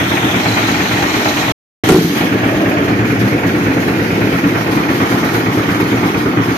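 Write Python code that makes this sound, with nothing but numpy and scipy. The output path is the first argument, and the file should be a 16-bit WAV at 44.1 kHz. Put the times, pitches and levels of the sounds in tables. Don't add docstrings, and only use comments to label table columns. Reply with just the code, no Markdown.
import sys
import numpy as np
from scipy import signal
from scipy.fft import rfft, irfft, next_fast_len
from scipy.io import wavfile
from scipy.ndimage import uniform_filter1d

SR = 44100
rng = np.random.default_rng(int(sys.argv[2]) if len(sys.argv) > 2 else 0)


def nominal_scale(level):
    x = np.asarray(level, float) / 20
    return 10 ** x


def transcribe(signal):
    frames = np.atleast_2d(signal).T
    limited = np.clip(frames, -1, 1)
    pcm = np.round(limited * 32767).astype(np.int16)
    wavfile.write(sys.argv[1], SR, pcm)


N = 289737
T_S = np.arange(N) / SR
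FFT_SIZE = next_fast_len(N)
FFT_HZ = np.fft.rfftfreq(FFT_SIZE, 1 / SR)
CUT_S = (1.519, 1.8365)

# time_s, cycles
CRANK = [(0.0, -0.071), (1.5, 13.082), (1.8, 15.288), (2.547, 21.936), (3.441, 29.976), (4.335, 38.001),
         (4.782, 41.989), (6.57, 57.66)]
CYCLES = np.interp(T_S, *np.transpose(CRANK))
FIRINGS = 58
# time_s, level_db
EFFORT = [(0, -1), (.45, 0.5), (1.3, 0), (1.5, -0.5), (2.3, 0), (2.55, 0), (2.85, 1.5), (3.3, 0),
          (3.7, 0.5), (4.1, 0), (4.8, 0), (5.4, -0.5), (6.1, -0.5), (6.57, -1.5)]
# pitch_hz, width_hz, level_db, delay_cycles
PIPE = [(70, 18, -14, -.05), (115, 15, -3, -.11), (176, 30, -3.5, .04), (298, 28, -3, -.12),
        (272, 28, -3, .09), (380, 55, -9, -.08), (432, 50, -9, .12)]
# pitch_hz, density_db_per_hz
RUMBLE = [(21, -61.5), (35, -31.5), (54, -49), (76, -41.5), (96, -4), (112, 1), (145, -5.5), (167, -2.5),
          (237, -1.5), (298, 3), (454, -9.5), (550, -18.5), (620, -21.5), (810, -48), (1360, -120)]
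# time_s, swing_db
THROB = [(0, .2), (2.2, .8), (4.6, 1.2), (5.3, 2.2), (6.57, 2.4)]
# pitch_hz, width_hz, level_db
BLOCK = [(813, 190, -1), (1100, 74, -5.5), (1437, 290, 1.5), (1845, 110, 0.5), (2210, 240, 2.5),
         (2405, 63, -6)]
# pitch_hz, density_db_per_hz
CLATTER = [
    [(280, -42.5), (480, -2.5), (547, -8), (594, -2), (852, -1.5), (1010, -4), (1470, -4.5), (1600, -5.5),
     (2030, -4), (3400, -14), (4420, -44), (7480, -120)],
    [(280, -28.5), (480, -5.5), (824, -10), (924, -11.5), (1260, -7.5), (1440, -12.5), (1670, -5.5),
     (2470, -14.5), (2790, -16.5), (3400, -20), (4420, -56), (7480, -120)],
    [(280, -19.5), (480, 0.5), (575, -6), (735, -5.5), (1200, -10), (1450, -6.5), (2180, -9), (2730, -15),
     (2960, -23.5), (3400, -37.5), (4420, -54.5), (7480, -120)],
    [(280, -33.5), (480, -0.5), (589, -5), (683, -1), (979, -1.5), (1150, 0), (1680, -4), (2220, -5),
     (2700, -19), (3400, -20), (4420, -34.5), (7480, -120)],
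]
CLATTER_AT_S = [1.6, 2.6, 3.3, 4.3, 4.8]
# pitch_hz, density_db_per_hz
STONES = [
    [(2400, -20.5), (3100, -2), (3500, -0.5), (4230, -10.5), (4870, -14.5), (5190, -13), (6580, -9),
     (6880, -14.5), (7050, -22), (8300, -25), (9200, -39.5)],
    [(2400, -20.5), (3100, -1.5), (3540, -4), (3950, 0.6), (4400, -3), (4800, -8.5), (6600, -6),
     (6880, -8.5), (7050, -13), (8300, -23.5), (9200, -43)],
    [(2400, -10), (3100, 0), (3540, -6), (4010, -5.5), (4970, -8.5), (6560, -10), (6880, -11), (7000, -17),
     (8000, -38.5)],
]
STONES_AT_S = [0.372, .42, 1.6, 2.3]
# pitch_hz, density_db_per_hz
DUST = [(6000, -33), (6950, -24.5), (7600, -8), (8900, -7), (11550, -2), (11700, 2.7), (13700, 0),
        (14500, -5)]
# onset_s, level_db, fade_s
HEAPS = [(2.4383, -29, 0.065), (2.6761, -34, 0.037), (2.8297, -31, 0.038), (3.0462, -28.5, 0.057),
         (3.1914, -27, 0.038), (3.266, -25.5, 0.032), (3.379, -32, 0.021), (3.4598, -30, 0.046),
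         (3.615, -33, 0.044), (3.7911, -28.5, 0.083), (4.2884, -29, 0.054), (4.456, -31, 0.05),
         (4.5678, -29, 0.063), (4.709, -24, 0.045), (4.8965, -29.5, 0.065), (5.0846, -25.5, 0.06),
         (5.2343, -27.5, 0.075), (5.3298, -21, 0.043), (5.5131, -32, 0.065), (5.6982, -24.5, 0.045),
         (5.7925, -30, 0.034), (5.8643, -31, 0.05), (6.0539, -25.5, 0.038), (6.169, -26, 0.061),
         (6.4291, -32.5, 0.05), (6.5383, -33.5, 0.04)]
# pitch_hz, level_db, t60_s
HOPPER = [(170, -3, 0.23), (221, -4.5, .16), (258, -3, 0.075), (309, 1.5, .16), (372, 2, 0.11),
          (446.5, -2, 0.09), (765, -7.5, 0.091), (1054, -13, 0.059), (1380, -8, .07), (3130, -24, .04),
          (3620, -26, .04)]
# start_s, level_db, brightness_db_per_octave
SLAMS = [
    (1.8884, -5, 1.5),
    (1.899, -3, -1.5),
    (1.921, -4, -1),
    (1.943, -3.5, -2.5),
    (1.962, -8, -3.5),
    (1.983, -10.5, -7.5),
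    (2.045, -11.5, -7),
]
# pitch_hz, density_db_per_hz
GROUND = [(20, -10.5), (30, -6.5), (45, -8.5), (65, -2.5), (90, 2.5), (130, -26), (300, -90.5)]
# time_s, loss_db
SCREEN = [(0, 1), (1.5, -0.5), (1.84, -1.5), (2.17, -0.5), (2.39, 8.5), (2.75, 9.5), (3.1, 10.5), (3.3, 9),
          (4.1, 7.5), (4.37, 6), (4.75, 9), (5.0, 5), (5.36, 6.5), (5.5, 7.5), (5.9, 7.5), (6.1, 7),
          (6.35, 11.5), (6.57, 5.5)]
# pitch_hz, likeness_0_to_1
SAME = [(60, 0.94), (340, 0.98), (520, 0.86), (690, 0.78), (860, 0.57), (1200, 0.32), (2500, 0.22),
        (4500, 0.026)]
# pitch_hz, lead_rad
LEAD = [(100, 0.055), (340, 0.28), (520, 0.79), (690, 0.7), (860, 1.55), (1200, 3.5), (2000, 4.74),
        (3000, 8.4)]
# pitch_hz, left_minus_right_db
FACING = [(100, 1), (500, -0.5), (1500, 2), (2600, 1.5), (3300, -6.5), (4200, -10.5), (5500, -6.5),
          (7500, -5.5), (9000, 4), (11000, 8), (14500, 6.5)]
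# pitch_hz, left_minus_right_db
TURNED = [(100, 1.7), (800, -1), (2200, -2.5), (3600, 1), (5800, -5), (7200, -3), (8500, 11), (9800, 24),
          (11200, 22), (12300, 15), (14500, 25.5)]
# time_s, turn_0_facing_1_turned
TURN = [
    (.7, -0.26),
    (1.1, .1),
    (1.9, .05),
    (2.3, 1.23),
    (6.57, 1.16),
]

EXHAUST_OVER_DRUM_DB = (-6.5, -3.5)
BASS_DB, RUMBLE_DB, CLATTER_DB = (-26, -27.5), (-17, -14.5), (-20, -21)
STONES_DB, DUST_DB, GROUND_DB = (-27, -28), (-37.5, -35.5), (-36.5, -41)
BASS_SHARE, CLATTER_SHARE, GROUND_SHARE = -0.3, 0.16, 0.45
STONES_SHARE, DUST_SHARE = 0.8, 1.14
BASS_PULL, CLATTER_PULL = 0.4, 0.4
WANDER_DB, WANDER_HZ = 0.6, 2.0
DUCK_S, DUCK_DB = (1.84, 2.118, 2.173), (-13, -3.5, -8)
RETURN_DB, RETURN_S = 4, 0.025
HEAP_RISE_S = 0.018
SETTLE_S, SETTLE_DB = (1.995, 2.005), -10
DRONE_S, DRONE_HZ, DRONE_DB = (2.3, 2.65, 3.1), (600, 222), -21


def machine():
    bass_db, rumble_db, clatter_db = machine_levels()
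    low = evened(drum() + nominal_scale(steady(EXHAUST_OVER_DRUM_DB)) * exhaust())
    below_140_hz = signal.butter(3, 140, fs=SR, output="sos")
    bass = signal.sosfiltfilt(below_140_hz, low)
    rumble = low - bass
    low = nominal_scale(bass_db) * evened(bass) + nominal_scale(rumble_db - 0.68) * evened(rumble)
    high = evened(gears() + nominal_scale(-6) * evened(piston_knock()))
    return low + nominal_scale(clatter_db + 3.5) * high


def exhaust():
    out, fired = np.zeros(N), np.arange(FIRINGS)
    time_s, cycles = np.transpose(CRANK)
    late, size = rng.standard_normal((FIRINGS, 2)).T
    for hz, width_hz, db, delay_cycles in PIPE:
        jitter = late + 0.5 * rng.standard_normal(FIRINGS)
        at_s = np.interp(fired + delay_cycles, cycles, time_s) + 0.00035 * jitter
        push = np.zeros(N)
        push[np.clip((at_s * SR).astype(int), 0, N - 1)] = nominal_scale(0.9 * (size + rng.standard_normal(FIRINGS)))
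        tone = ring(ring(push, hz, width_hz), hz, 1.6 * width_hz)
        out += nominal_scale(db) * evened(tone)
    return evened(out)


def drum():
    rumble = shaped(noise(patchy_db=0.87), [RUMBLE], [0])
    rumble = rumble * puffs(0.99, at=-0.029, decay=0.7, depth=0.74, uneven_db=0.0)
    rumble = rumble * showers(45, 0.024, spread_db=5.5, depth=0.067)
    swing_db = curve(THROB)
    return rumble * nominal_scale(swing_db * np.cos(2 * np.pi * (CYCLES - 0.1)))


def gears():
    spectra = [CLATTER[k] for k in (0, 1, 2, 2, 3)]
    clatter = shaped(noise(patchy_db=1.4), spectra, CLATTER_AT_S)
    clatter = clatter * puffs(1, at=-0.08, decay=0.35, depth=0.75, uneven_db=1.8)
    return clatter * showers(300, 0.004, spread_db=2.5, depth=0.12)


def piston_knock():
    slap = rng.standard_normal((2, N)) * puffs(2, at=-0.085, decay=0.3, depth=5, uneven_db=1.5)
    out = 0
    for hz, width_hz, db in BLOCK:
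        out = out + nominal_scale(db) * evened(ring(ring(slap, hz, width_hz), hz, 3 * width_hz))
    return out


def machine_levels():
    wander = 0
    for ratio in np.geomspace(0.1, 1, 12):
        wander = wander + np.sin(2 * np.pi * (ratio * WANDER_HZ * T_S + rng.random()))
    pull_db = curve(EFFORT)
    bass_db = steady(BASS_DB, BASS_SHARE) + WANDER_DB * evened(wander) + BASS_PULL * pull_db
    rumble_db = steady(RUMBLE_DB) + pull_db
    clatter_db = steady(CLATTER_DB, CLATTER_SHARE) + CLATTER_PULL * pull_db
    duck = np.interp(T_S, DUCK_S, [0, 1, 0])
    back_db = RETURN_DB * np.exp(-abs(T_S - CUT_S[1]) / RETURN_S)
    levels_db = (bass_db, rumble_db, clatter_db)
    return [db + back_db + depth_db * duck for db, depth_db in zip(levels_db, DUCK_DB)]


def hopper():
    out, t = np.zeros((2, N)), T_S[:SR // 2]
    for start_s, blow_db, bright_db in SLAMS:
        boom = 0
        for hz, db, t60_s in HOPPER:
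            fade_db = db + bright_db * np.log2(hz / 300) - 60 * t / t60_s
            boom = boom + nominal_scale(fade_db) * np.sin(2 * np.pi * (hz * t + rng.random()))
        damping_db = SETTLE_DB if start_s < SETTLE_S[0] else 0
        boom = boom * nominal_scale(np.interp(t + start_s, SETTLE_S, [0, damping_db]))
        crack = nominal_scale(-1 + 2.8 * bright_db - 60 * t / 0.11) * rng.standard_normal((2, len(t)))
        crack = signal.lfilter([0.3], [1, -0.84], crack)
        blow = boom * np.minimum(t / 0.002, 1) + crack
        out[:, round(start_s * SR):][:, :len(t)] += nominal_scale(blow_db) * blow
    return out


def gravel():
    heaps = 0
    for onset_s, db, fade_s in HEAPS:
        rise = np.clip((T_S - onset_s) / HEAP_RISE_S, 0, 1)
        heaps = heaps + nominal_scale(db) * rise * np.exp(-abs(T_S - onset_s) / fade_s)
    hiss = noise(patchy_db=1.64)
    spectra = [STONES[k] for k in (0, 1, 1, 2)]
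    stones_gain = nominal_scale(steady(STONES_DB, STONES_SHARE) + 2.5) + nominal_scale(-6.0) * heaps
    dust_gain = nominal_scale(steady(DUST_DB, DUST_SHARE) + 4.0) + nominal_scale(-9.5) * heaps
    stones = stones_gain * shaped(hiss, spectra, STONES_AT_S)
    dust = dust_gain * shaped(hiss, [DUST], [0])
    return (stones + dust) * showers(69, 0.015, spread_db=3.0, depth=0.24)


def surroundings():
    hiss = noise(patchy_db=0.5)
    ground = nominal_scale(steady(GROUND_DB, GROUND_SHARE)) * shaped(hiss, [GROUND], [0])
    drone = evened(ring(ring(hiss, *DRONE_HZ), *DRONE_HZ))
    drone = drone * puffs(0.93, at=-0.08, decay=0.6, depth=0.6, uneven_db=0.5)
    return ground + nominal_scale(DRONE_DB) * np.interp(T_S, DRONE_S, [0, 1, 0]) * drone


def puffs(per_cycle, at, decay, depth, uneven_db):
    stroke = (CYCLES - at) * per_cycle + 9
    strength = nominal_scale(uneven_db * rng.standard_normal(200)[stroke.astype(int)])
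    pulse = strength * np.exp(-(stroke % 1) / decay)
    return evened(1 + depth * uniform_filter1d(pulse, size=250))


def showers(per_s, decay_s, spread_db, depth):
    struck = rng.random(N) < per_s / SR
    size = nominal_scale(spread_db * np.minimum(rng.exponential(1, N), 4)) * struck
    fall = np.exp(-1 / (decay_s * SR))
    return evened(1 + depth * evened(signal.lfilter([1], [1, -fall], size)))


def ring(x, hz, width_hz):
    r = np.exp(-np.pi * width_hz / SR)
    return signal.lfilter([1, 0, -1], [1, -2 * r * np.cos(2 * np.pi * hz / SR), r * r], x)


def noise(patchy_db):
    frames, hz = N // 256 + 5, np.fft.rfftfreq(1024, 1 / SR)
    a, b, c, d, patches = rng.standard_normal((5, frames, 513)).transpose(0, 2, 1)
    patches = uniform_filter1d(patches, size=8, axis=0)
    patches = evened(uniform_filter1d(patches, size=12, axis=1))
    same = np.clip(read(SAME, hz), 0, 1)[:, None]
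    lag = np.exp(-1j * read(LEAD, hz))[:, None]
    left = a + 1j * b
    right = same * lag * left + np.sqrt(1 - same ** 2) * (c + 1j * d)
    spectrum = np.array([left, right]) * nominal_scale(patchy_db * patches)
    return signal.istft(spectrum, nperseg=1024, noverlap=768)[1][:, :N]


def shaped(x, spectra, times_s):
    out = 0
    for share, points in zip(np.eye(len(times_s)), spectra):
        out = out + np.interp(T_S, times_s, share) * evened(coloured(x, read(points, FFT_HZ)))
    return out


def coloured(x, gain_db):
    return irfft(rfft(x, FFT_SIZE) * nominal_scale(gain_db), FFT_SIZE)[..., :N]


def steady(levels_db, share=0):
    return np.where(T_S < CUT_S[0] + 0.1, *levels_db) - share * curve(SCREEN)


def curve(table):
    return np.interp(T_S, *np.transpose(table))


def read(points, hz):
    f, value = np.transpose(points)
    return np.interp(np.log(hz + 1), np.log(f + 1), value)


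def evened(x):
    return x / np.sqrt(np.mean(x ** 2) + 1e-20)


def ports(x):
    views = []
    for table in (FACING, TURNED):
        tilt_db = np.outer([1, -1], read(table, FFT_HZ))
        views.append(coloured(x, 10 * np.log10(2 / (1 + nominal_scale(-2 * tilt_db)))))
    facing, turned = views
    return facing + curve(TURN) * (turned - facing)


def scene():
    return machine() + hopper() + gravel() + surroundings()


def low_pass(x):
    return signal.sosfilt(signal.butter(12, 15450, fs=SR, output="sos"), x)


def record(dry):
    ceiling = nominal_scale(-2)
    heard = ports(dry)
    limited = heard / (1 + (abs(heard) / ceiling) ** 6) ** (1 / 6)
    edge_db = np.interp(FFT_HZ, [20, 60, 14230, 14350], [-9, 0, 0, -70])
    before = np.clip((CUT_S[0] - T_S) / 0.0027 + 1, 0, 1)
    after = np.clip((T_S - CUT_S[1]) / 0.0008, 0, 1)
    return low_pass(coloured(limited, edge_db) * (before + after))


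dry = scene()
out = record(dry)
transcribe(out)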